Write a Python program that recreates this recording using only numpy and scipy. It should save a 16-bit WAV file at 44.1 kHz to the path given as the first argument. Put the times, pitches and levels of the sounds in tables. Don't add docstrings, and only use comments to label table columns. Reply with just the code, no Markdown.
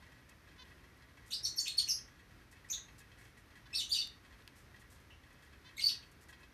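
import sys
import numpy as np
from scipy import signal
from scipy.fft import rfft, irfft, next_fast_len
from scipy.io import wavfile
from scipy.ndimage import uniform_filter1d

SR = 44100
rng = np.random.default_rng(int(sys.argv[2]) if len(sys.argv) > 2 else 0)


def int16_out(signal):
    q = np.round(np.clip(np.atleast_2d(signal).T, -1, 1) * 32767)
    wavfile.write(sys.argv[1], SR, q.astype(np.int16))


def natural_amplitude(level_db):
    exponent = np.asarray(level_db, float) / 20
    return 10 ** exponent


N = 287973

# freq_hz, density_db
HUM_SPECTRUM = [(20, -31), (45, -1), (70, 2.5), (175, -9.5), (295, -9.5), (450, -15.5), (800, -20),
                (1100, -17.5), (1900, -16), (3000, -24.5), (6000, -29), (7200, -35.5), (11700, -34),
                (14200, -35.5)]
# freq_hz, width_hz, level_db
HOUSING_MODES = [(1068, 71, -6), (1680, 32, 2), (1914, 57, 4), (2206, 6.2, 2), (2576, 37, -2.5),
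                 (3190, 124, -9), (3670, 53, -21), (4100, 100, -14.5)]
# start_s, peak_db
FAN_KNOCKS = [(0.024, -49), (0.0638, -51), (0.3067, -53.5), (0.5127, -52.5), (0.9654, -55), (1.021, -49.5),
              (1.172, -48), (2.0771, -51), (2.1912, -50), (2.5253, -53), (2.5914, -56), (2.645, -49),
              (2.7766, -49.5), (3.0044, -51.5), (3.175, -51.5), (3.2101, -49), (3.252, -52.5),
              (3.3772, -59), (3.5543, -49.5), (3.6644, -51.5), (4.249, -49.5), (4.3066, -52.5),
              (4.4027, -54), (4.7604, -50.5), (4.8155, -57), (5.2634, -54), (5.4232, -52.5),
              (5.9468, -48.5), (6.2898, -47.5), (6.327, -47)]
# start_s, peak_db, ring_hz
HUSK_SNAPS = [
    (0.6544, -53, 3200),
    (4.0735, -35, 4700),
    (4.4228, -56, 3420),
    (4.477, -38, 3300),
]
# start_s, peak_db, length_s
RUSTLES = [(0.293, -47.5, 0.012), (0.97, -66, 0.03), (2.19, -64, 0.015), (2.643, -76, 0.02),
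           (4.758, -74, 0.017), (1.26, -53.5, 0.06), (2.514, -51, 0.028), (2.982, -48.5, 0.034),
           (3.184, -59.5, 0.13), (3.374, -56, 0.035), (3.557, -59, 0.03), (4.559, -54, 0.065),
           (4.797, -54, 0.031), (4.9, -53.5, 0.066), (5.002, -58, 0.026), (5.328, -56, 0.016),
           (5.424, -58, 0.036), (6.115, -51.5, 0.017), (6.212, -51, 0.031), (6.286, -50.5, 0.032),
           (6.402, -59, 0.021)]
# start_s, length_s, top_pitch_hz, level_db
SOFT_CALLS = [
    (0.581, 0.056, 510, -64),
    (3.656, 0.02, 504, -70.5),
    (5.645, 0.051, 512, -66.5),
]
# freq_hz, gain_db
BEAK_RESPONSE = [(500, -37), (1000, 0), (1500, -4), (2500, -3.5), (3500, 4), (4600, -2), (5200, -9),
                 (6200, -9), (8000, -36)]
# (time_s,
# pitch_hz, level_db)
FAR_CHIRPS = [
    (-9.5, 3.4, [(1.302, 3600, -48), (1.317, 3000, -44.5), (1.319, 4200, -35), (1.327, 3830, -38), (1.332, 4170, -31.5), (1.340, 4900, -31), (1.345, 5800, -42)]),
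    (-10.5, 4, [(1.428, 5700, -37), (1.443, 5370, -50), (1.445, 6200, -39.5), (1.450, 5500, -28.5), (1.452, 4490, -26), (1.466, 3960, -37.5), (1.468, 6700, -46), (1.475, 7300, -44)]),
    (-7.5, 3.7, [(1.558, 6100, -69), (1.572, 5700, -40.5), (1.582, 5240, -33), (1.584, 4500, -27), (1.593, 4290, -25.5), (1.596, 6300, -37), (1.602, 7500, -37), (1.605, 7000, -37), (1.610, 6370, -31)]),
              (-6.5, 3.9, [(1.655, 3140, -32), (1.662, 2550, -40.5), (1.668, 2500, -41), (1.670, 3240, -35), (1.678, 3900, -32), (1.680, 4250, -28), (1.688, 4330, -30)]),
    (-4, 3.5, [(1.769, 6270, -61), (1.778, 4510, -28), (1.788, 4224, -19), (1.790, 3610, -32), (1.795, 3260, -35), (1.796, 3970, -29), (1.800, 4800, -28), (1.803, 6530, -43), (1.807, 5800, -38)]),
    (-6, 1.3, [(1.872, 2426, -46.5), (1.881, 2950, -41), (1.883, 6580, -57), (1.888, 5800, -31.5), (1.911, 4760, -29.5), (1.914, 6330, -38), (1.922, 6520, -44), (1.924, 5400, -50), (1.96, 5070, -46)]),
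              (-7.5, 1.8, [(3.728, 2646, -38), (3.740, 2575, -43.5), (3.742, 3460, -24), (3.749, 5680, -35), (3.755, 4260, -27), (3.770, 4710, -38.5), (3.782, 4010, -31.5), (3.812, 2994, -40.5), (3.822, 4030, -32)]),
    (-7, 1.4, [(3.891, 3613, -48), (3.904, 3490, -38), (3.912, 4720, -43), (3.920, 4466, -22.5), (3.930, 4785, -24), (3.934, 3305, -42), (3.946, 3840, -27), (3.949, 3097, -44), (3.977, 2730, -37)]),
    (-16, 4, [(3.985, 4260, -22), (3.997, 4810, -30), (4.000, 2784, -41), (4.010, 2800, -54), (4.012, 4020, -34.5), (4.021, 3500, -34)]),
              (-10, 4, [(2.685, 2515, -60), (2.699, 2494, -43), (2.700, 6080, -34), (2.705, 6120, -32), (2.707, 6900, -38), (2.724, 6340, -35), (2.726, 4330, -27), (2.734, 2916, -39.5), (2.742, 4770, -23)]),
    (-33, 4, [(5.1, 3620, -58), (5.107, 2940, -51), (5.114, 2460, -55)]),
    (-9, 1.5, [(5.765, 3700, -44), (5.774, 3890, -49.5), (5.779, 2085, -43.5), (5.788, 2324, -41.5), (5.790, 4350, -35), (5.808, 2890, -37.5), (5.812, 4900, -41), (5.833, 4600, -29)]),
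    (-13.5, 19.6, [(5.834, 4560, -27), (5.846, 4493, -22), (5.853, 4660, -41), (5.860, 4563, -20.5), (5.874, 4400, -30), (5.879, 5010, -32), (5.884, 6230, -42), (5.887, 3130, -35), (5.897, 4000, -33.5)]),
]
# freq_hz, t60_s
ROOM_DECAY = [(2000, 0.3), (4500, 0.27), (7000, 0.26), (11000, 0.21)]
# freq_hz, gain_db
FAR_PICKUP = [(1500, -27), (2200, -5), (3000, -8.5), (4500, -8.5), (6500, 0), (7700, -13.5), (9000, -7.5),
              (10400, -16.5), (12000, -9), (14000, -9.5)]


def on_log(freq_hz, table):
    table_hz, value = np.transpose(table)
    return np.interp(np.log(np.maximum(freq_hz, 1)), np.log(table_hz), value)


def colour(x, table):
    size = next_fast_len(len(x))
    freq_hz = np.arange(size // 2 + 1) * SR / size
    return irfft(rfft(x, size) * natural_amplitude(on_log(freq_hz, table)), size)[:len(x)]


def ring(x, freq_hz, width_hz):
    b, a = signal.iirpeak(min(freq_hz, SR / 2.5), freq_hz / width_hz, fs=SR)
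    return signal.lfilter(b, a, x)


def walk(rate_hz, size=N):
    hold = max(int(SR / rate_hz), 1)
    steps = rng.standard_normal(size)[np.arange(size) // hold]
    return 1.7 * uniform_filter1d(uniform_filter1d(steps, hold), hold)


def add(out, start_s, sound):
    i = int(start_s * SR)
    out[i:i + len(sound)] += sound[:N - i]


def hum():
    air = colour(rng.standard_normal(N), HUM_SPECTRUM)
    drone = 30 * natural_amplitude(-9.5) * ring(rng.standard_normal(N), 120.7, 8.3)
    level_db = -61 + 0.5 * walk(11)
    return natural_amplitude(level_db) * (air / np.std(air) + drone)


def fan():
    tap_gap_s, tap_db, tap_scatter_db = 0.1, -54.5, 4
    bright_db, bright_scatter_db = 0, 4.5
    luck = rng.standard_normal((int(N / SR / tap_gap_s), 2))
    taps = []
    for k, (shift, force) in enumerate(luck):
        start_s = abs(k + 0.3 * shift) * tap_gap_s
        taps.append((start_s, tap_db + tap_scatter_db * np.tanh(force)))

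    dull, bright = np.zeros(N), np.zeros(N)
    t = np.arange(SR // 10) / SR
    for start_s, peak_db in FAN_KNOCKS + taps:
        blow = natural_amplitude(peak_db + 7.5) * rng.standard_normal(len(t)) * np.exp(-t / 0.02)
        add(dull, start_s, blow)
        add(bright, start_s, blow * natural_amplitude(bright_db + bright_scatter_db * rng.standard_normal()))

    patter = natural_amplitude(-60 + 3 * walk(16)) * rng.standard_normal(N)
    out = np.zeros(N)
    for freq_hz, width_hz, level_db in HOUSING_MODES:
        blows = dull if freq_hz < 2400 else bright
        out += natural_amplitude(level_db) * ring(patter + blows, freq_hz, 1.33 * width_hz)
    return out


def feeding():
    out, t = np.zeros(N), np.arange(SR // 8) / SR
    for start_s, peak_db, ring_hz in HUSK_SNAPS:
        tick = rng.standard_normal(len(t)) * np.exp(-t / 0.00052)
        snap = 0.78 * np.diff(tick, prepend=0) + 5.1 * ring(tick, ring_hz, 1300)
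        add(out, start_s, natural_amplitude(peak_db - 4.5) * snap)
    for start_s, peak_db, length_s in RUSTLES:
        grain = rng.standard_normal(len(t)) * natural_amplitude(2.0 * walk(900, size=len(t)))
        swell = t / (t + 0.0033) * np.exp(-(t / length_s) ** 2)
        add(out, start_s - 0.003, natural_amplitude(peak_db - 7) * swell * ring(grain, 7360, 7100))
    return out


def soft_calls():
    arch_hz, waver_hz = 16.5, 5
    out = np.zeros(N)
    for start_s, length_s, top_hz, level_db in SOFT_CALLS:
        u = np.arange(int(length_s * SR)) / (length_s * SR)
        arch = np.sin(np.pi * u)
        pitch_hz = top_hz - arch_hz * (1 - arch) + waver_hz * walk(304, size=len(u))
        phase = 2 * np.pi * np.cumsum(pitch_hz) / SR
        buzz = sum(np.sin(k * phase + k * k) for k in range(1, 16))
        add(out, start_s, natural_amplitude(level_db) * arch ** 0.29 * buzz)
    return colour(out * (1 + 0.19 * walk(150)), BEAK_RESPONSE)


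def chirps():
    throb, throb_hz, rough, wobble = 0.57, 240, 0.17, 0.0204
    edge_s, breath_db, calm = 0.0047, -24, 0.46
    purer_db_per_db = 0.62
    break_oct_per_s = 82.6

    out, flutter, rasp = np.zeros(N), walk(700), walk(2000)
    breath = np.diff(rng.standard_normal(N + 1))
    beat_hz = throb_hz * (1 + 0.3 * walk(60))
    beat = throb * np.sin(2 * np.pi * np.cumsum(beat_hz) / SR)

    for step_db, third_db, path in FAR_CHIRPS:
        time_s, path_hz, path_db = np.transpose(sorted(path))
        at = np.arange(int(time_s[0] * SR), int(time_s[-1] * SR))
        t = at / SR
        pitch_hz, level_db = np.interp(t, time_s, path_hz), np.interp(t, time_s, path_db)
        glide_oct_per_s = uniform_filter1d(abs(np.gradient(np.log2(pitch_hz))) * SR, size=40)

        unrest = np.clip(0.26 + 0.081 * glide_oct_per_s - (level_db + 39.0) / 12, calm, 1.6)
        pitch_hz = pitch_hz * (1 + unrest * wobble * flutter[at])
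        phase = 2 * np.pi * np.cumsum(pitch_hz) / SR

        overtone_db = step_db - purer_db_per_db * (level_db + 37.5)
        tone = 0
        for k in range(4):
            partial_db = k * overtone_db + third_db * (k == 2)
            audible = (k + 1) * pitch_hz < SR / 2.2
            tone = tone + natural_amplitude(partial_db) * np.sin((k + 1) * phase) * audible

        to_edge_s = np.minimum(t - time_s[0], time_s[-1] - t)
        swell = np.sin(np.pi / 2 * np.clip(to_edge_s / edge_s, 0, 1))
        swell = swell / (1 + (glide_oct_per_s / break_oct_per_s) ** 2)
        voice = tone * (1 + unrest * (beat[at] + rough * rasp[at])) + natural_amplitude(breath_db) * breath[at]
        add(out, time_s[0], natural_amplitude(level_db) * swell * voice)
    return out


def room(x, wet_db, early_db, early_s=0.023):
    t = np.arange(SR // 2) / SR
    noise, tail = rng.standard_normal(len(t)), 0
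    for centre_hz in 700 * 2 ** np.arange(0, 4.6, 0.5):
        edges_hz = [centre_hz / 2 ** 0.25, min(centre_hz * 2 ** 0.25, SR / 2.1)]
        band = signal.sosfilt(signal.butter(2, edges_hz, "band", fs=SR, output="sos"), noise)
        tail = tail + band * natural_amplitude(-60 * t / on_log(centre_hz, ROOM_DECAY))
    tail *= 1 + natural_amplitude(early_db + 3.6 * walk(2000, size=len(t))) * np.exp(-t / early_s)
    tail /= np.sqrt(np.sum(tail ** 2))
    return x + natural_amplitude(wet_db) * signal.fftconvolve(x, tail)[:N]


def scene():
    near = room(feeding() + soft_calls(), wet_db=-33, early_db=-11)
    far = room(colour(chirps(), FAR_PICKUP), wet_db=9.5, early_db=-9)
    return (hum() + fan() + near + far)[None]


def roll_off(x):
    return signal.sosfilt(signal.butter(12, 14000, fs=SR, output="sos"), x)


def record(dry):
    low_pass = signal.ellip(10, 0.2, 80, 13900, fs=SR, output="sos")
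    mix = signal.sosfilt(low_pass, dry)
    return roll_off(mix)


dry = scene()
out = record(dry)
int16_out(out)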